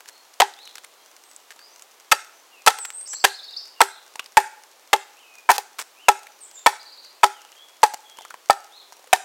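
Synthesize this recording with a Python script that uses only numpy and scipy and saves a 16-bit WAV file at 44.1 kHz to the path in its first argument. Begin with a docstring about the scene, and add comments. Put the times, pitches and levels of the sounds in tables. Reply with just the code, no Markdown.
"""A hand axe hews the edge of an upright plank at the edge of a wood.
Each chop rings the plank and the axe head while the blade tears through the fibres;
splinters crack off, and chips land with small clicks and knocks. Small birds whistle and twitter
over a steady hush, the trees send back a soft echo, and the close blows overload the recorder."""
import sys
import numpy as np
from scipy import signal
from scipy.fft import rfft, irfft
from scipy.io import wavfile
from scipy.ndimage import uniform_filter1d

SR = 44100
rng = np.random.default_rng(int(sys.argv[2]) if len(sys.argv) > 2 else 0)


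def wav_record(signal):
    """Record a signal, one row per channel, as 16-bit PCM in the file named by sys.argv[1]."""
    frames = np.transpose(np.atleast_2d(signal))
    bounded = np.clip(frames, -1, 1)
    # unit amplitude maps onto the largest positive 16-bit level
    quanta = np.round(bounded * 32767).astype(np.int16)
    wavfile.write(sys.argv[1], SR, quanta)


N = 407484

# The axe blows. Each row: start in seconds, blow level in dB, pitch of the main ring in Hz, then trims
# in dB for that ring, the axe head, the upper plank modes, the tearing and the low bump of the
# overloaded recorder, then bite length in seconds and level of the closing split in dB.
CHOPS = [(0.4008, -6.5, 719, 6.5, 0.5, -3, -2, -23, .005, -16.5),
         (2.1175, -10, 885, 1.5, 17, 12, 0.5, -16, 0.0059, -11),
         (2.672, 2.5, 868.4, 1.5, 3.5, 0, -1.5, -55, 0.0076, -4),
         (3.2407, -3, 798, -2, -1.5, -7, -2, -60, 0.009, -4.5),
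         (3.805, -8, 905, 10.5, 7, 7, -6, -50, 0.01, -1.5),
         (4.37, 0.5, 881, 5.5, -5.5, 9.5, 1.5, -21, 0.004, -4.5),
         (4.9306, -2.5, 866.8, 8.5, -14, 3, -3, -59, 0.0056, -20.5),
         (5.4899, -3.5, 945, 6.5, -1, 5, -10.5, -48, 0.014, -13),
         (6.0837, 3, 914, 3, -3.5, -6.5, -1.5, -38, 0.0045, -8.5),
         (6.6613, -1.5, 918, 10, 3.5, 9, -1.5, -46, .005, -3),
         (7.232, 2, 888, -4.5, -2, -2, -7.5, -34.5, 0.0092, -7.5),
         (7.8309, 3.5, 870, -2.5, -6, -9, -5.5, -40.5, 0.0062, -7.5),
         (8.4981, -4, 799.8, 13, 7, 5, -11.5, -30, 0.0073, -11.5),
         (9.129, -3.5, 740, 4.5, -23, 8.5, -2.5, -28, 0.0039, -4)]
# The plank's modes. Each row: frequency in Hz, relative level in dB, time to fall 60 dB in seconds.
PLANK_MODES = [(394.4, -27, 0.15), (450, -18, 0.033), (564, -26.5, 0.056), (766.4, -8, 0.04),
               (833.6, -9.5, 0.082), (904.7, -9.5, 0.052), (1033, -8.5, 0.014), (1436, -10, 0.016),
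               (1677, -16.5, 0.017), (1800, -14, 0.05), (1956, -22.5, 0.0099), (2283, -8, 0.018),
               (2590, -26, 0.044), (2850, -13, 0.009), (3340, -42, 0.0061), (4120, -50, 0.027)]
# The click of a chip or a dry leaf. Each row: frequency in Hz, relative level in dB.
TICK_SPECTRUM = [(100, -29.5), (300, -12.5), (700, 0.5), (1500, 6), (3000, 3), (8000, 2.5), (12000, -6),
                 (16000, -10)]
CUTOFF_HZ = 16000
AGE = np.arange(SR // 4) / SR  # seconds since the start of a blow, contact or note


def from_db(db):
    """Decibels to gain."""
    return 10 ** (np.asarray(db) / 20)


def at_hz(points, hz):
    """Read a table on a log-frequency axis."""
    f, value = np.transpose(points)
    return np.interp(np.log(np.maximum(hz, 1)), np.log(f), value)


def add(track, s, sound):
    """Mix a sound in at s seconds."""
    start = max(round(s * SR), 0)
    track[start:start + len(sound)] += sound[:N - start]


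def colour(x, spectrum, size=4096):
    """Minimum-phase EQ in the shape of the spectrum, at unit power gain."""
    cepstrum = irfft(np.log(from_db(at_hz(spectrum, np.fft.rfftfreq(size, 1 / SR)))))
    cepstrum[1:size // 2] *= 2
    cepstrum[size // 2 + 1:] = 0
    response = irfft(np.exp(rfft(cepstrum)))
    return signal.fftconvolve(x, response / np.linalg.norm(response))[:len(x)]


def ring(force, hz, t60):
    """One mode: each push starts a tone that falls 60 dB in t60 seconds."""
    r, w = from_db(-60 / (t60 * SR)), 2 * np.pi * hz / SR
    return signal.lfilter([1, 0, -1], [1, -2 * r * np.cos(w), r * r], force + 1e-18) / 2


def fibres(length, fade_s, grain_db, linger=.12, linger_s=0.02):
    """Fibres of uneven strength snap in a burst that holds, then dies away; a few go late."""
    grains = np.repeat(rng.standard_normal(len(AGE)), 12)[:len(AGE)]
    after = np.maximum(AGE - length, 0)
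    attack = np.minimum(AGE / 0.00047, 1)
    envelope = attack * (np.exp(-after / fade_s) + linger * np.exp(-after / linger_s))
    snaps = rng.standard_normal(len(AGE)) * from_db(grain_db * grains) * envelope
    return snaps * np.linalg.norm(envelope) / np.linalg.norm(snaps)


def woodland(hush_db=-54, ticks_per_s=45, tick_db=-61, tick_range_db=6.5):
    """A steady far hush, with faint ticks in the leaf litter: many tiny ones, a few larger."""
    # The tone of the hush. Each row: frequency in Hz, relative level in dB.
    hush_spectrum = [(18, -71.5), (30, -99), (86, -33), (184, -19.5), (394, -2.5), (649, -1), (740, 0.5),
                     (1250, -1.5), (1460, -5), (3770, -6.5), (6050, -8.5), (6720, -8), (8740, -12.5),
                     (13700, -14.5), (16000, -16.5)]
    onsets = rng.random(N) < ticks_per_s / SR
    ticks = onsets * from_db(tick_db + tick_range_db * np.minimum(rng.exponential(size=N), 3))
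    rustle = signal.fftconvolve(ticks, fibres(0.0013, fade_s=0.0012, grain_db=-1.5))[:N]
    hush = from_db(hush_db) * colour(rng.standard_normal(N), hush_spectrum)
    return hush + colour(rustle, TICK_SPECTRUM)


def trees(x, build_s, nearest, grain_db, nearest_s=0.075, spread_s=0.018):
    """Trunks and undergrowth scatter many small echoes; the mids hang on longest."""
    # The echo's decay. Each row: band centre in Hz, time to fall 60 dB in seconds.
    decay_times = [(200, 0.22), (800, 0.62), (2000, 0.52), (5000, 0.5), (12000, 0.22)]
    # The echo's tone. Each row: frequency in Hz, relative level in dB.
    echo_spectrum = [(100, -3), (400, -9), (850, -5), (1100, -18), (1400, 3), (1900, -1.5), (3000, -3),
                     (5000, -0.5), (8000, 6.5), (11000, 6.5), (16000, -3)]
    t = np.arange(SR) / SR
    scatter = rng.standard_normal(SR) * from_db(grain_db * rng.standard_normal(SR))
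    spectrum, hz = rfft(scatter / scatter.std()), np.fft.rfftfreq(SR, 1 / SR)
    centres, t60s = np.transpose(decay_times)
    bands = [irfft(spectrum * at_hz(np.c_[centres, share], hz), SR) for share in np.eye(len(centres))]
    tail = sum(band * from_db(-60 * t / t60) for band, t60 in zip(bands, t60s))
    swell = 1 + nearest * np.exp(-((t - nearest_s) / spread_s) ** 2)  # the nearest trunks answer together
    echo = colour(tail * (1 - np.exp(-t / build_s)) * swell, echo_spectrum)
    return signal.fftconvolve(x, echo / np.linalg.norm(echo))[:N]


def whistle(length, pitches, db, waver=0.05, waver_per_s=450):
    """A bird's pure tone glides through its pitches; short notes waver most."""
    progress = np.minimum(AGE / length, 1)
    glide = np.interp(progress, np.linspace(0, 1, len(pitches)), pitches)
    wobble = np.interp(AGE * waver_per_s, np.arange(128), rng.standard_normal(size=128))
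    hz = glide * (1 + waver * np.exp(-length / 0.082) * wobble)
    envelope = np.sqrt(4 * progress * (1 - progress))
    return from_db(db) * envelope * np.sin(2 * np.pi * np.cumsum(hz) / SR)


def arch(mid_hz, depth):
    """Pitches of a note that rises and falls back; a negative depth dips instead."""
    return mid_hz * np.array([1 - depth, 1, 1 - depth])


def bird_notes(trill_duty=.55, far_per_s=2.3, far_s=0.088, far_db=-62, far_hz=(2400, 6900)):
    """The birds' score: glides, arched calls, twittering runs and faint notes deeper in the wood."""
    # Straight glides. Each row: start and length in seconds, first and last pitch in Hz, level in dB.
    glides = [(0.1, 0.097, 4260, 4360, -52.5), (1.198, .15, 8530, 7740, -61.5),
              (1.582, 0.09, 4410, 5160, -49.5), (1.66, .09, 5500, 6430, -56.5),
              (2.511, 0.1, 2910, 2400, -50.5), (2.771, 0.085, 8450, 7360, -37),
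              (2.929, 0.088, 8270, 8490, -36.5), (3.058, 0.029, 4300, 7500, -38),
              (3.073, 0.085, 7670, 7570, -36), (3.098, 0.029, 6320, 5570, -37),
              (3.565, 0.013, 4130, 5470, -25.5), (3.718, 0.13, 2980, 2610, -52),
              (5.236, 0.19, 2590, 2403, -49), (6.404, 0.042, 8600, 7220, -43),
              (6.538, 0.045, 7400, 7010, -42.5), (6.567, 0.027, 3620, 3650, -46),
              (7.327, 0.088, 3400, 2610, -50), (7.56, .09, 3220, 3410, -47),
              (8.035, 0.098, 3390, 3235, -47.5)]
    # Calls that rise and fall. Each row: start and length in seconds, top pitch in Hz, level in dB.
    calls = [(0.563, 0.14, 4340, -45.5), (3.883, 0.1, 4220, -47), (5.162, 0.091, 3170, -50),
             (5.956, .15, 3100, -48), (8.159, .08, 3570, -47.5), (8.712, 0.12, 4315, -46)]
    # Twittering runs. Each row: start, length and note spacing in seconds, mid-note pitch in Hz,
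    # arch depth and pitch scatter as shares of that pitch, level in dB.
    trills = [(3.148, .39, .047, 4020, -0.15, 0.088, -37), (6.791, .25, 0.061, 4900, 0.23, .025, -42.5)]
    notes = [(s, length, [start_hz, end_hz], db) for s, length, start_hz, end_hz, db in glides]
    notes += [(s, length, arch(top_hz, depth=.25), db) for s, length, top_hz, db in calls]
    for start, length, step, mid_hz, depth, stray, db in trills:
        for s in np.arange(start, start + length, step):
            pitches = arch(mid_hz, depth) * (1 + stray * rng.standard_normal(size=3))
            notes.append((s, trill_duty * step, pitches, db))
    low_hz, high_hz = far_hz
    for when, height, slope in rng.random(size=(round(far_per_s * N / SR), 3)):
        hz = low_hz * (high_hz / low_hz) ** height
        end_hz = hz * (1 + 0.09 * (2 * slope - 1))  # glides up to 9% either way
        notes.append((when * (N - 1) / SR, far_s, [hz, end_hz], far_db))
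    return notes


def birds(direct_db=1.0, echo_db=0.5, near_db=-36, hidden_share=0.33):
    """Each note arrives directly and through the trees; faint, far birds are heard mostly as echo."""
    direct, scattered = np.zeros(N), np.zeros(N)
    for s, length, pitches, db in bird_notes():
        note = whistle(length, pitches, db)
        distance_loss_db = hidden_share * max(near_db - db, 0)
        add(direct, s, from_db(-distance_loss_db) * note)
        add(scattered, s, note)
    echo = trees(scattered, build_s=0.0032, nearest=0, grain_db=0.5)
    return from_db(direct_db) * direct + from_db(echo_db) * echo


def debris(contacts_per_s=29, contact_s=0.002, spread_db=4, spread_octaves=.35):
    """Small pieces land at uneven intervals, each with its own strength and pitch."""
    # Spells of pattering. Each row: start and length in seconds, typical click and knock levels in dB,
    # typical knock pitch in Hz.
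    patters = [(0.0, .04, -38, -41.5, 1880), (0.53, .22, -44.5, -45, 3970), (1.501, .12, -47, -50.5, 1490),
               (6.189, .09, -43, -49.5, 2500), (7.437, .14, -53.5, -45.5, 2920),
               (8.16, .1, -39.5, -39.5, 820), (8.304, .06, -43, -31, 970), (8.919, .15, -45, -42, 900)]
    contacts = []
    for start, length, click_db, knock_db, hz in patters:
        for slot in np.arange(start, start + length, 1 / contacts_per_s):
            click, knock, detune = rng.standard_normal(size=3)
            pitch = min(hz * 2 ** (spread_octaves * detune), CUTOFF_HZ)
            s = slot + rng.random() / contacts_per_s
            contacts.append((s, click_db + spread_db * click, knock_db + spread_db * knock,
                             pitch, contact_s))
    return contacts


def chips(click_trim_db=-3, knock_trim_db=-2, ring_cycles=14):
    """Light contacts: each is a dry click plus a knock that rings for a few cycles."""
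    # The loudest chips landing, and knocks of the blade worked free. Each row: start in seconds,
    # click and knock levels in dB, knock pitch in Hz, contact length in seconds.
    loud_contacts = [(0.076, -39, -65.5, 1810, 0.021), (0.754, -28.5, -52, 2360, 0.0008),
                     (0.781, -34.5, -40, 3420, 0.0017), (0.836, -40, -53, 1960, 0.013),
                     (1.362, -46, -35, 6940, 0.0012), (1.505, -43.5, -45.5, 1770, 0.017),
                     (1.821, -37, -42, 6950, 0.0015), (2.849, -27, -52, 1430, 0.0047),
                     (2.903, -27.5, -52, 1450, 0.001), (3.132, -32, -51.5, 1700, 0.0091),
                     (4.156, -32.5, -33, 890, 0.0028), (4.1939, -46.5, -18, 2820, 0.00033),
                     (4.1952, -39.5, -26, 1098, 0.0022), (4.2597, -39, -37.5, 4860, 0.0013),
                     (5.785, -26.5, -36.5, 1300, 0.013), (5.799, -30.5, -60, 810, 0.025),
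                     (7.937, -29.5, -30, 850, 0.0086)]
    clicks, knocks = np.zeros(N), np.zeros(N)
    for s, click_db, knock_db, hz, length in loud_contacts + debris():
        contact = fibres(length, fade_s=0.0021, grain_db=7.5, linger=0.062)
        knock = ring(contact, hz, ring_cycles / hz)
        add(clicks, s, from_db(click_db + click_trim_db) * contact)
        add(knocks, s, from_db(knock_db + knock_trim_db) * knock * contact.std() / knock.std())
    return colour(clicks, TICK_SPECTRUM) + knocks


def no_bass(x):
    """A narrow plank radiates little bass."""
    return signal.sosfilt(signal.butter(3, 210, "high", fs=SR, output="sos"), x)


def plank(force, upper_db):
    """The plank's modes answer a force; where it is struck sets the share of the upper ones."""
    return sum((-1) ** k * from_db(db + upper_db * (hz > 1200)) * ring(force, hz, t60)
               for k, (hz, db, t60) in enumerate(PLANK_MODES))


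def splinters(shake_db=-23, crack_s=0.0022, crack_hz=10200, rebound_s=.0315, rebound_db=-29):
    """Wood lets go with a crack that shakes the plank again."""
    # Stray splinters: short ones snap, long ones peel. Each row: start in seconds, level in dB,
    # length in seconds, low-pass cutoff in Hz.
    strays = [(0.418, -2, 0.0022, 4000), (2.1143, -15, .005, 11000), (2.6628, -9, .0054, 9000),
              (2.682, -13.5, 0.003, 9000), (2.696, -26, 0.013, 9000), (2.7855, -28, 0.0033, 12000),
              (3.264, -34, .025, 9000), (5.499, -22.5, .015, 14000), (5.5146, -13.5, 0.0035, 15000),
              (5.524, -30, 0.043, 11000), (5.5808, -12.5, 0.001, 13000)]
    # The tone of snapping wood. Each row: frequency in Hz, relative level in dB.
    snap_spectrum = [(100, -40), (300, -10.5), (700, 2), (1500, 5.5), (3000, 2), (6000, 1), (10000, -2),
                     (16000, -0.5)]
    cracks = list(strays)
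    for s, *_, bite_s, split_db in CHOPS:
        cracks.append((s + bite_s, split_db, crack_s, crack_hz))  # the chip splits off as the bite ends
        cracks.append((s + rebound_s, rebound_db, crack_s, crack_hz))  # the plank settles with a click
    force = np.zeros(N)
    for s, db, length, hz in cracks:
        burst = fibres(length, fade_s=0.001, grain_db=1.5)
        add(force, s, from_db(db) * signal.lfilter(*signal.butter(2, hz, fs=SR), burst))
    return no_bass(colour(force, snap_spectrum) + from_db(shake_db) * plank(force, upper_db=-1.0))


def chops(drag_db=-28, ring_trim_db=-2, ring_t60=0.032, tear_trim_db=-8, bump_s=0.0015):
    """The blade lands, then drags through the wood, feeding plank and axe head as it tears."""
    # Modes of the axe head and haft. Each row: frequency in Hz, relative level in dB,
    # time to fall 60 dB in seconds.
    axe_modes = [(1319, -7.5, 0.049), (3406, -25, 0.05), (4650, -28, 0.073), (7840, -20.5, 0.015)]
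    # The tone of tearing fibres. Each row: frequency in Hz, relative level in dB.
    tear_spectrum = [(100, -9.5), (250, -14.5), (450, 8.5), (900, 0.5), (1800, 4), (3000, 6.5),
                     (5000, -5.5), (8000, -2), (10000, -11.5), (12500, -7.5), (16000, -31)]
    body, tearing = np.zeros(N), np.zeros(N)
    for s, blow_db, ring_hz, ring_db, axe_db, upper_db, tear_db, bump_db, bite_s, _ in CHOPS:
        tear = fibres(bite_s, fade_s=0.0031, grain_db=2.5)
        force = from_db(drag_db) * tear
        force[0] += 1  # the impact itself
        main_ring = from_db(ring_db + ring_trim_db) * ring(force, ring_hz, ring_t60)
        nearest = np.argmin([abs(mode[0] - ring_hz) for mode in PLANK_MODES])
        wood = plank(force, upper_db) + (-1) ** nearest * main_ring  # in step with the nearest mode
        steel = sum(from_db(db + axe_db) * ring(force, hz, t60) for hz, db, t60 in axe_modes)
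        grip = 1 - np.exp(-AGE / 0.0014)  # the wedge takes hold as it sinks in
        knock = no_bass(grip * (wood + steel))
        # the overloaded recorder gives a low bump on each blow
        overload_bump = from_db(bump_db) * AGE / bump_s * np.exp(1 - AGE / bump_s)
        add(body, s, from_db(blow_db) * (knock + overload_bump))
        add(tearing, s, from_db(tear_db + tear_trim_db) * tear)
    return body + no_bass(colour(tearing, tear_spectrum))


def scene(work_echo_db=-25):
    """Close axe work, birds further off, and the wood around them, in mono."""
    work = chops() + splinters() + chips()
    echo = from_db(work_echo_db) * trees(work, build_s=0.024, nearest=.7, grain_db=5.5)
    return (work + echo + birds() + woodland())[None]


def record(dry, threshold_db=1.5, release_db_per_s=1100):
    """A fast limiter ducks the blows, the remaining peaks clip, and deep bass and top are cut."""
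    over_db = np.maximum(20 * np.log10(np.abs(dry) + 1e-9) - threshold_db, 0)
    release = release_db_per_s * np.arange(N) / SR
    held_db = np.maximum.accumulate(over_db + release, axis=-1) - release
    duck_db = uniform_filter1d(held_db, size=64)
    clipped = np.clip(dry * from_db(-duck_db), -1, 1)
    lean = signal.lfilter(*signal.butter(1, 70, "high", fs=SR), clipped)
    return signal.sosfilt(signal.ellip(10, .1, 70, CUTOFF_HZ, fs=SR, output="sos"), lean)


dry = scene()
out = record(dry)
wav_record(out)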